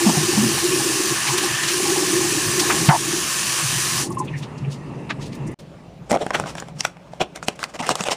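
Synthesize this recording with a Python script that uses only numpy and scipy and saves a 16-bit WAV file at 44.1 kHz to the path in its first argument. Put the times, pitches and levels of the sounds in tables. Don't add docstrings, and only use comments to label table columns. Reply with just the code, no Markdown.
import sys
import numpy as np
from scipy import signal
from scipy.fft import rfft, irfft, next_fast_len
from scipy.io import wavfile
from scipy.ndimage import uniform_filter1d, map_coordinates

SR = 44100
rng = np.random.default_rng(int(sys.argv[2]) if len(sys.argv) > 2 else 0)


def store_wav(level_fs):
    pcm = np.round(np.clip(np.atleast_2d(level_fs), -1, 1) * 32767)
    wavfile.write(sys.argv[1], SR, pcm.T.astype(np.int16))


N = 359856

# (frequency [Hz], level [dB per Hz])
HISS_COLOUR = [(290, -32), (500, -14.5), (925, -8), (1080, -0.5), (1380, -7.5), (1760, -1.5), (2060, -7),
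               (2830, 1.5), (3450, -8), (5950, -5.5), (9400, -8), (11700, -11.5), (15300, -21.5)]
# (frequency [Hz], width [Hz], lift [dB])
BOWL_BANDS = [(1040, 180, 1.5), (1750, 110, 3.5), (2814, 430, -4.5), (4430, 180, 0.5), (5950, 260, 2.5),
              (9000, 670, 1), (12765, 32, 3), (12700, 36, 2)]
# (start [s], end [s], hiss lost [dB])
HANDS_IN_JET = [(1.12, 1.298, 2), (1.334, 1.437, 5.5), (1.447, 1.72, 3)]
HISS_DB, SPLASH_DB, SPRAY_DB = -22.5, -4, -10.5
HAND_EDGE_S, HAND_SPLASH, HAND_SPRAY = 0.04, 1.36, -0.6
SHUT_S, SHUT_DB_PER_S2, DULL_DB_PER_S = 4.01, 4000, 130

# (time [s], level [dB])
GURGLE_LEVEL = [(0.0, -20.5), (0.2, -24), (0.5, -28), (0.66, -21.5), (0.88, -21.5), (1.0, -27),
                (1.12, -24.5), (1.21, -45), (1.33, -25.5), (1.4, -34), (1.445, -21.5), (1.54, -35.5),
                (1.7, -34), (1.79, -23.5), (1.92, -19.5), (2.07, -24), (2.55, -27), (2.66, -21.5),
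                (2.85, -26.5), (3.17, -27), (3.24, -38.5), (3.98, -41.5), (4.03, -33), (4.17, -39),
                (4.22, -26), (4.27, -55)]
# (frequency [Hz], pitch spread [natural log], rate [per s],
# life [cycles; a 60 dB fade takes three times as many], level [dB])
BUBBLE_SIZES = [(349.4, 0.047, 200, 11.2, 1.5), (805, 0.023, 28, 14, -14), (1070, 0.03, 28, 46, -18.5)]
GULP_DB = 1.4

# (time [s], level [dB], low band [dB], high band [dB], panel frequency [Hz])
BOX_SNAPS = [(6.109, -8.5, -13, -15, 1720), (6.115, -9.5, 4, -4.5, 2080), (6.128, -14, -11, -13, 1490),
             (6.16, -16, 9, -18, 1950), (6.171, -18, 2, -18, 1600), (6.264, -12.5, -2, -16, 1605),
             (6.305, -10, -2.5, -19.5, 1650), (6.398, -8, -6.5, -12, 1460), (6.438, -19, -2, -24, 1410),
             (6.459, -18, -9, -20, 1300), (6.552, -19, -6, -14, 1660), (6.581, -16.5, -25, -17, 1380),
             (6.6, -28, -22, 3, 1630), (6.623, -20, -3.5, -19, 1700), (6.684, -28.5, -1, -13, 1580),
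             (6.806, -12.5, -14, 0.5, 5800), (6.85, -1.5, -22, -13.5, 2280), (6.968, -30.5, -6, -18, 2250),
             (7.134, -26.5, 2.5, -9, 4370), (7.359, -21, -17, -6.5, 2060), (7.427, -17.5, -6, -11, 1420),
             (7.483, -5.5, -3.5, -8, 2720), (7.591, -21, -12, -14, 1710), (7.629, -9, -18, -14, 1350),
             (7.639, -11.5, -13, -5.5, 2050), (7.794, -20, -6, -19, 1990), (7.866, -19, -18, -4, 2060),
             (7.891, -4.5, -4.5, -4.5, 1130), (7.954, -11.5, -6, -6, 1190), (8.007, -10.5, -9, -8, 2640),
             (8.037, -17, -8, -2.5, 2940), (8.085, -7.5, -5, -16, 2820), (8.095, -13.5, -12, -16, 1300)]
# (start [s], end [s], level [dB], low band [dB], high band [dB],
# panel frequency [Hz], swell [share of the length])
LID_SCRAPES = [(6.092, 6.118, -25.5, -1, -5.5, 7500, 0.37), (6.114, 6.167, -21.5, 4.5, -16, 2160, 0.17),
               (6.201, 6.242, -25, 7.5, -12.5, 3500, 0.39), (6.329, 6.373, -10, -12.5, -19.5, 1440, .45),
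               (6.337, 6.37, -15.5, -9.5, -27, 3050, .4), (6.476, 6.523, -34, -8, -6, 2480, 0.35),
               (6.552, 6.622, -34, -13, -9, 1600, 0.34), (6.779, 6.825, -33, -9, 0, 4970, .5),
               (6.824, 6.879, -25.5, -16, -6.5, 2340, 0.55), (7.196, 7.235, -14.5, 0, -15, 3130, 0.43),
               (7.344, 7.383, -28.5, -8, -12.5, 2200, .5), (7.43, 7.457, -41, -5, 1, 7540, .15),
               (7.459, 7.507, -32.5, -17, -4, 2500, .4), (7.55, 7.57, -44, -8, -5, 2000, .4),
               (7.586, 7.666, -33, -7, -9, 2000, .2), (7.737, 7.77, -31.5, -3.5, -11, 2490, 0.11),
               (7.788, 7.818, -25.5, -10, -10, 2900, 0.13), (7.821, 7.858, -22.5, -11.5, -16, 1970, 0.11),
               (7.858, 7.9, -24.5, -5.5, -11, 2900, .12), (7.892, 7.928, -16.5, 1, -7, 2970, 0.35),
               (7.957, 7.986, -38, 1, -4, 2500, .2), (8.01, 8.051, -36, -13, 2, 7950, .15),
               (8.05, 8.084, -22, -7, -12, 2840, .13), (8.096, 8.141, -15, -7.5, -7.5, 3100, 0.42)]
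# (time [s], level [dB])
CREAK_LEVEL = [(6.06, -56), (6.15, -49.5), (6.45, -39), (6.54, -49), (6.66, -52), (6.93, -68), (7.2, -60),
               (7.6, -53), (7.77, -47.5), (7.85, -38), (7.97, -40.5), (8.16, -43)]
# (frequency [Hz], width [Hz], strength [dB, halved in plastic()])
BOX_RESONANCES = [(697, 230, -6.5), (1600, 39, -39), (2100, 41, -19), (2520, 60, -27), (2780, 23, -38),
                  (5570, 250, -10), (7400, 93, -53)]
# (frequency [Hz], level [dB per Hz])
PLASTIC_COLOUR = [(88, -16), (150, -9), (466, -2), (689, -3.5), (1790, -21), (3770, -21.5), (5460, -22.5),
                  (7770, -21.5), (14500, -40), (16000, -55)]
SNAP_T60_S = 0.018
CRACK = 6.4
CREAK_LOW_DB = -0.5
ECHO_DB, ECHO_T60_S, ECHO_DULL_HZ = -22.5, 0.22, 4000

# (time [s], thud [dB before the lift in rings()],
# frequency [Hz], 60 dB fade [s], hollow clack [dB])
KNOCK_HITS = [(0.062, -7, 201.4, 0.21, -19), (0.09, -9.5, 206, 0.17, -18), (0.171, -12, 152, 0.15, -23),
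              (0.374, -10, 209.4, 0.24, -24.5), (0.43, -13.5, 221, 0.22, -30),
              (2.886, 2.5, 145.3, 0.067, -12.5), (6.116, -16.5, 245, 0.12, -36),
              (7.8, -18.5, 250, 0.052, -24), (7.893, -27, 135, 0.15, -32), (8.005, -13.5, 192, 0.042, -42)]
# (frequency [Hz], width [octaves], rise [s], 60 dB fade [s])
CLACK_SHAPE = (807, 0.35, 0.00502, 0.11)
# (time [s], level [dB],
# frequency [Hz], width [octaves], 60 dB fade [s])
WATER_SPLASHES = [(1.28, -20, 2500, .9, .1), (1.3, -26, 980, 0.31, 0.45), (1.385, -17, 5000, 0.99, 0.11),
                  (1.435, -26, 4000, 1, 0.086), (1.599, -25.5, 1770, 0.089, 0.31),
                  (1.64, -20, 2500, 1.1, 0.082), (1.688, -18, 3500, 1, 0.14),
                  (2.602, -14.5, 4000, 1.04, 0.092), (2.708, -13.5, 1340, 0.69, 0.099),
                  (2.891, -13.5, 2180, 0.69, .035), (2.902, -15, 1470, 0.35, .12),
                  (3.6, -27.5, 1200, .4, .22)]
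# (time [s], level [dB], frequency [Hz], width [octaves], 60 dB fade [s])
CLOTH_RUSTLES = [(4.107, -38, 9500, .27, .04), (4.126, -40, 6500, .6, .07), (4.151, -44, 9500, .3, .04),
                 (4.196, -32, 7400, .38, 0.061), (4.255, -47, 6500, .7, .07),
                 (4.285, -35.5, 2730, .31, .06), (4.355, -36, 2090, .25, .15), (4.39, -41, 5000, 0.83, .12),
                 (4.437, -35.5, 2550, .9, 0.097), (4.586, -44, 5000, .55, 0.047),
                 (4.652, -39, 2423, .2, .06), (4.73, -38, 4420, 0.76, 0.13),
                 (5.108, -19.5, 1450, 0.96, 0.061), (5.231, -38, 3580, 0.83, .14),
                 (5.269, -41, 4000, 0.89, .09), (5.333, -41, 2930, 0.92, 0.067),
                 (5.355, -43, 3500, 1.4, 0.072), (5.478, -42.5, 6900, .44, 0.06),
                 (5.519, -51, 9000, .4, .04), (5.601, -45.5, 3000, 1.15, 0.091)]
SPLASH_RISE, RUSTLE_RISE = 0.1, 0.16
# (level at the start [dB], frequency [Hz], width [octaves])
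SLOSH_SOUND = (-11.5, 840, 0.28)
# (start [s], end [s])
SLOSH_TIMES = (2.903, 2.967)
SLOSH_EDGE_S, SLOSH_SAG_DB_PER_S = 0.006, 90
# (time [s], level [dB before the lift in rings()], frequency [Hz], 60 dB fade [s])
WATER_DROPS = [(4.1, -30, 880, 0.09), (4.105, -24, 1100, 0.055), (4.17, -14, 1055, 0.05),
               (4.2, -15, 1020, 0.074), (4.21, -23, 848, 0.091), (4.215, -38, 363, 0.043),
               (4.283, -30, 2520, 0.045), (4.338, -24, 1810, 0.043)]

# (time [s], boom [dB], air [dB])
BATHROOM_LEVEL = [(0.0, -35, -35), (0.4, -27.5, -29), (0.9, -33.5, -38.5), (2.0, -33, -35), (2.8, -32, -28),
                  (3.4, -39, -35.5), (3.95, -28.5, -36.5), (4.15, -24.5, -29.5), (4.4, -27, -30),
                  (4.7, -31.5, -31), (5.54, -30.5, -31)]
SECOND_ROOM_LEVEL = [(5.6, -41, -42), (6.1, -39, -43), (6.4, -33.5, -34), (6.77, -39, -44.5),
                     (7.45, -45.5, -43), (8.16, -43, -53)]
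# (frequency [Hz], level [dB per Hz])
BATHROOM_AIR = [(15, -64), (25, -9), (151, -2.5), (442, -21), (756, -30), (913, -26.5), (1260, -33.5),
                (1560, -41.5), (1790, -35.5), (2400, -41.5), (2670, -35.5), (3220, -48.5), (9190, -56),
                (15300, -73)]
SECOND_ROOM_AIR = [(15, -50), (25, -29), (54, 2), (104, -23), (173, -11.5), (208, -19.5), (366, -24),
                   (506, -28), (563, -21), (610, -26.5), (963, -32), (1480, -40), (2740, -43),
                   (15300, -66.5)]
# (start [s], end [s])
SILENCE_TIMES = (5.545, 5.588)
DIP_S, DIP_DB, RECOVER_S = 2.885, 5.5, 0.25
# (frequency [Hz], level [dB])
MICROPHONE_COLOUR = [(30, -7), (90, -3), (150, -2.5), (7500, -1), (8300, -3), (9400, 1), (10400, -3.5),
                     (11500, -8), (15250, -1), (15500, -37)]
TOP_HZ = 16430


def tap():
    t = np.arange(N) / SR
    shade_db = np.zeros(N)
    for start, end, lost_db in HANDS_IN_JET:
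        shade_db += lost_db * np.clip(np.minimum(t - start, end - t) / HAND_EDGE_S, 0, 1)
    closing = np.maximum(t - SHUT_S, 0)
    droplets = patchy(depth_db=1) * amp(0.71 * wobble(400) + 0.1 * wobble(24.66))

    def colour(f):
        lift_db = sum(db / (1 + (2 * (f - hz) / width) ** 2) for hz, width, db in BOWL_BANDS)
        return amp(along(HISS_COLOUR, f) + lift_db)

    splash, hiss, spray = bands(filtered(droplets, colour), 3600, 12000)
    splash = amp(SPLASH_DB + HAND_SPLASH * shade_db) * splash
    spray = amp(SPRAY_DB + HAND_SPRAY * shade_db) * spray
    water = hiss + amp(-DULL_DB_PER_S * closing) * (splash + spray)
    return amp(HISS_DB - shade_db - SHUT_DB_PER_S2 * closing ** 2) * water


def drain():
    level_db, flowing = curves(GURGLE_LEVEL)
    out, t = np.zeros(N), np.arange(SR // 8) / SR
    for centre_hz, spread, rate, cycles, size_db in BUBBLE_SIZES:
        draws = rng.standard_normal((int(rate * 4.4), 3))
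        starts = rng.uniform(0, 4.3 * SR, len(draws)).astype(int)
        hz = centre_hz * np.exp(spread * draws[:, :1])
        fade = amp(2 * draws[:, 1:2] - 60 * t * hz / (3 * cycles))
        rise = 1 - np.exp(-t * hz / 0.65)
        pockets = fade * rise * np.sin(2 * np.pi * hz * t * (1 + 0.4 * t) + 3 * draws[:, 2:])
        places = starts[:, None] + np.arange(len(t))
        train = np.bincount(places.ravel(), pockets.ravel(), N)[:N]
        out += amp(size_db) * train / np.std(train[:4 * SR])
    return flowing * amp(level_db + GULP_DB * wobble(16)) * out


def box():
    return creaks() + snaps() + scrapes()


def creaks():
    level_db, handled = curves(CREAK_LEVEL)
    force = slips(N, grain_db=1.5) * amp(5.0 * wobble(40))
    low, middle, high = bands(filtered(force, plastic), 1040, 3000)
    return handled * amp(level_db) * (amp(CREAK_LOW_DB) * low + middle + 0.68 * high)


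def snaps():
    out, t = np.zeros(N), np.arange(SR // 8) / SR
    since = t - 0.008

    def envelope(t60):
        build = amp(9 * since / 0.00033) + 0.073 * t / 0.01
        rattle = amp(-60 * since / t60) + 0.051 * amp(-60 * since / (6 * t60))
        return np.where(since < 0, build, rattle)

    for s, db, low_db, high_db, panel_hz in BOX_SNAPS:
        kick = CRACK * (np.arange(len(t)) == round(0.0084 * SR))
        low, middle, high = shaken(slips(len(t), grain_db=2.5) + kick, low_db, high_db, panel_hz)
        snap = low * envelope(1.25 * SNAP_T60_S) + middle * envelope(SNAP_T60_S)
        snap = snap + high * envelope(0.63 * SNAP_T60_S)
        power = amp(2 * low_db) + amp(-13) + amp(2 * high_db)
        size = np.sqrt(np.sum(snap ** 2) / np.sum(envelope(SNAP_T60_S) ** 2) / power)
        add(out, s - 0.007, amp(db) * snap / size)
    return out


def scrapes():
    out, t = np.zeros(N), np.arange(SR // 8) / SR
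    for start, end, db, low_db, high_db, panel_hz, edge in LID_SCRAPES:
        ramp = np.clip(edge, 0.05, 0.5) * (end - start)
        swell = np.clip(t / ramp, 0, 1) ** 1.4
        fade = amp(-14 * np.maximum(t - (end - start - ramp), 0) / ramp)
        scrape = sum(shaken(slips(len(t), grain_db=2.5), low_db, high_db, panel_hz))
        add(out, start, amp(db) * swell * fade * scrape)
    return out


def shaken(force, low_db, high_db, panel_hz):
    grip_db = 2.7 * rng.standard_normal(40)

    def colour(f):
        panel = 1 + 1.66 / (1 + ((f - panel_hz) / (0.11 * panel_hz)) ** 2)
        return plastic(f) * panel * amp(np.interp(f, np.linspace(0, 16000, 40), grip_db))

    low, middle, high = bands(filtered(force, colour), 996, 3450)
    return amp(low_db) * low, amp(-7) * middle, amp(high_db) * high


def plastic(f):
    peaks = sum(amp(db / 2) / (1 + (2 * (f - hz) / width) ** 2) for hz, width, db in BOX_RESONANCES)
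    return amp(along(PLASTIC_COLOUR, f)) * (0.46 + peaks)


def slips(count, grain_db):
    knots = np.arange(0, count, 40)
    lumps = np.interp(np.arange(count), knots, rng.exponential(size=len(knots)))
    return rng.standard_normal(count) * amp(grain_db * np.minimum(lumps, 4))


def echo(x):
    t = np.arange(SR // 3) / SR
    dull = filtered(rng.standard_normal(len(t)), lambda f: 1 / (1 + (f / ECHO_DULL_HZ) ** 2))
    tail = dull * amp(-60 * t / ECHO_T60_S)
    return x + amp(ECHO_DB) * signal.fftconvolve(x, tail / np.linalg.norm(tail))[:N]


def knocks():
    delay = CLACK_SHAPE[2]
    clacks = [(s + delay, clack_db, *CLACK_SHAPE) for s, _, _, _, clack_db in KNOCK_HITS]
    thuds = rings([row[:-1] for row in KNOCK_HITS], 0.0032, 0, rough=0.45)
    return filtered(thuds, lambda f: 1 - 1 / (1 + (f / 85) ** 4)) + puffs(clacks)


def brushes():
    rows = []
    for table, share in ((WATER_SPLASHES, SPLASH_RISE), (CLOTH_RUSTLES, RUSTLE_RISE)):
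        rows += [(s, db, hz, octaves, share * t60, t60) for s, db, hz, octaves, t60 in table]
    return puffs(rows)


def slosh():
    (start, end), (db, hz, octaves) = SLOSH_TIMES, SLOSH_SOUND
    t = np.arange(N) / SR
    rush = filtered(rng.standard_normal(N), hump(hz, octaves))
    rush = rush / np.sqrt(np.abs(uniform_filter1d(rush ** 2, size=400)) + 1e-9)
    gate = np.clip(np.minimum(t - start, end - t) / SLOSH_EDGE_S + 0.5, 0, 1) ** 2
    return amp(db - SLOSH_SAG_DB_PER_S * np.clip(t - start, 0, 1)) * gate * rush


def drops():
    return rings(WATER_DROPS, 0.004, 0.013, rough=0.3)


def room(level, air, boom_hz, width_hz):
    boom_db, air_db, _ = curves(level)
    boom = filtered(patchy(depth_db=3.5), lambda f: 1 / (1 + (2 * (f - boom_hz) / width_hz) ** 2))

    def air_colour(f):
        return amp(along(air, f)) * (1 - 0.85 / (1 + (f / 200) ** 4))

    broad = filtered(patchy(depth_db=2.0), air_colour)
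    return amp(boom_db) * unit(boom) + amp(air_db) * unit(broad)


def rings(table, attack, glide, rough):
    out, t = np.zeros(N), np.arange(SR // 4) / SR
    for s, db, hz, t60 in table:
        shake = np.interp(t, np.linspace(0, 0.25, 40), rng.standard_normal(40))
        tone = np.sin(2 * np.pi * hz * (t + glide * t * t / t60) + rough * shake)
        add(out, s, amp(db + 6.0 - 60 * t / t60) * (1 - np.exp(-t / attack)) * tone)
    return out


def puffs(rows):
    out, t = np.zeros(N), np.arange(SR // 3) / SR
    for s, db, hz, octaves, rise, t60 in rows:
        grains_db = 0.84 * np.repeat(rng.standard_normal(len(t) // 60), 60)
        noise = rng.standard_normal(len(t)) * amp(grains_db)
        puff = unit(filtered(noise, hump(hz, octaves)))
        growing = np.exp(-4 * (t / rise / 2 - 1) ** 2)
        dying = amp(-60 * (t - 2 * rise) / t60)
        swell = np.where(t < 2 * rise, growing, dying)
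        even = np.linalg.norm(swell) / np.linalg.norm(swell * puff)
        add(out, s - 2 * rise, amp(db) * swell * puff * even)
    return out


def hump(hz, octaves):
    return lambda f: np.exp(-0.5 * (np.log2((f + 1) / hz) / octaves) ** 2)


def patchy(depth_db):
    z = signal.stft(rng.standard_normal(N), nperseg=512)[2]
    field = uniform_filter1d(uniform_filter1d(rng.standard_normal(z.shape), 6, 0), 10, 1)
    return unit(signal.istft(z * amp(depth_db * unit(field)), nperseg=512)[1][:N])


def bands(x, low_hz, high_hz):
    low = filtered(x, lambda f: 1 / (1 + (f / low_hz) ** 8))
    high = filtered(x, lambda f: 1 - 1 / (1 + (f / high_hz) ** 8))
    return unit(low), unit(x - low - high), unit(high)


def filtered(x, response):
    m = next_fast_len(len(x) + 8192)
    return irfft(rfft(x, m) * response(np.fft.rfftfreq(m, 1 / SR)), m)[:len(x)]


def wobble(rate):
    knots = rng.standard_normal(int(N * rate / SR) + 4)
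    return map_coordinates(knots, [np.arange(N) * rate / SR])


def curves(rows):
    s, *columns = np.transpose(rows)
    t = np.arange(N) / SR
    return [np.interp(t, s, column) for column in columns] + [(t >= s[0]) & (t <= s[-1])]


def along(points, hz):
    f, v = np.transpose(points)
    return np.interp(np.log(hz + 1), np.log(f + 1), v)


def amp(db):
    return 10 ** (np.asarray(db) / 20)


def unit(x):
    return x / np.sqrt(np.mean(x ** 2) + 1e-20)


def add(track, s, sound):
    part = track[max(round(s * SR), 0):][:len(sound)]
    part += sound[:len(part)]


def scene():
    t = np.arange(N) / SR
    bath = tap() + drain() + room(BATHROOM_LEVEL, BATHROOM_AIR, 138, 35.6)
    dip_db = (t > DIP_S) * DIP_DB * np.exp(-np.abs(t - DIP_S) / RECOVER_S)
    bath = amp(-dip_db) * (bath + 0) + drops()
    near = brushes() + slosh() + echo(box()) + knocks()
    second_room = room(SECOND_ROOM_LEVEL, SECOND_ROOM_AIR, 157, 69)
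    quiet_from, quiet_to = SILENCE_TIMES
    mono = np.where(t < quiet_from, bath, second_room) + near
    fade_out = np.clip((quiet_from - t) / 0.0027, amp(-31), 1)
    fade_in = np.clip((t - quiet_to) / 0.0027, amp(-31), 1)
    mono = mono * np.maximum(fade_out, fade_in)
    return np.array([mono, mono])


def record(dry):
    mono = filtered(dry[0], lambda f: amp(along(MICROPHONE_COLOUR, f)))
    mono = mono / (1 + np.abs(mono) ** 8) ** (1 / 8)
    mono = filtered(mono, lambda f: f < TOP_HZ)
    return np.array([mono, mono])


dry = scene()
out = record(dry)
store_wav(out)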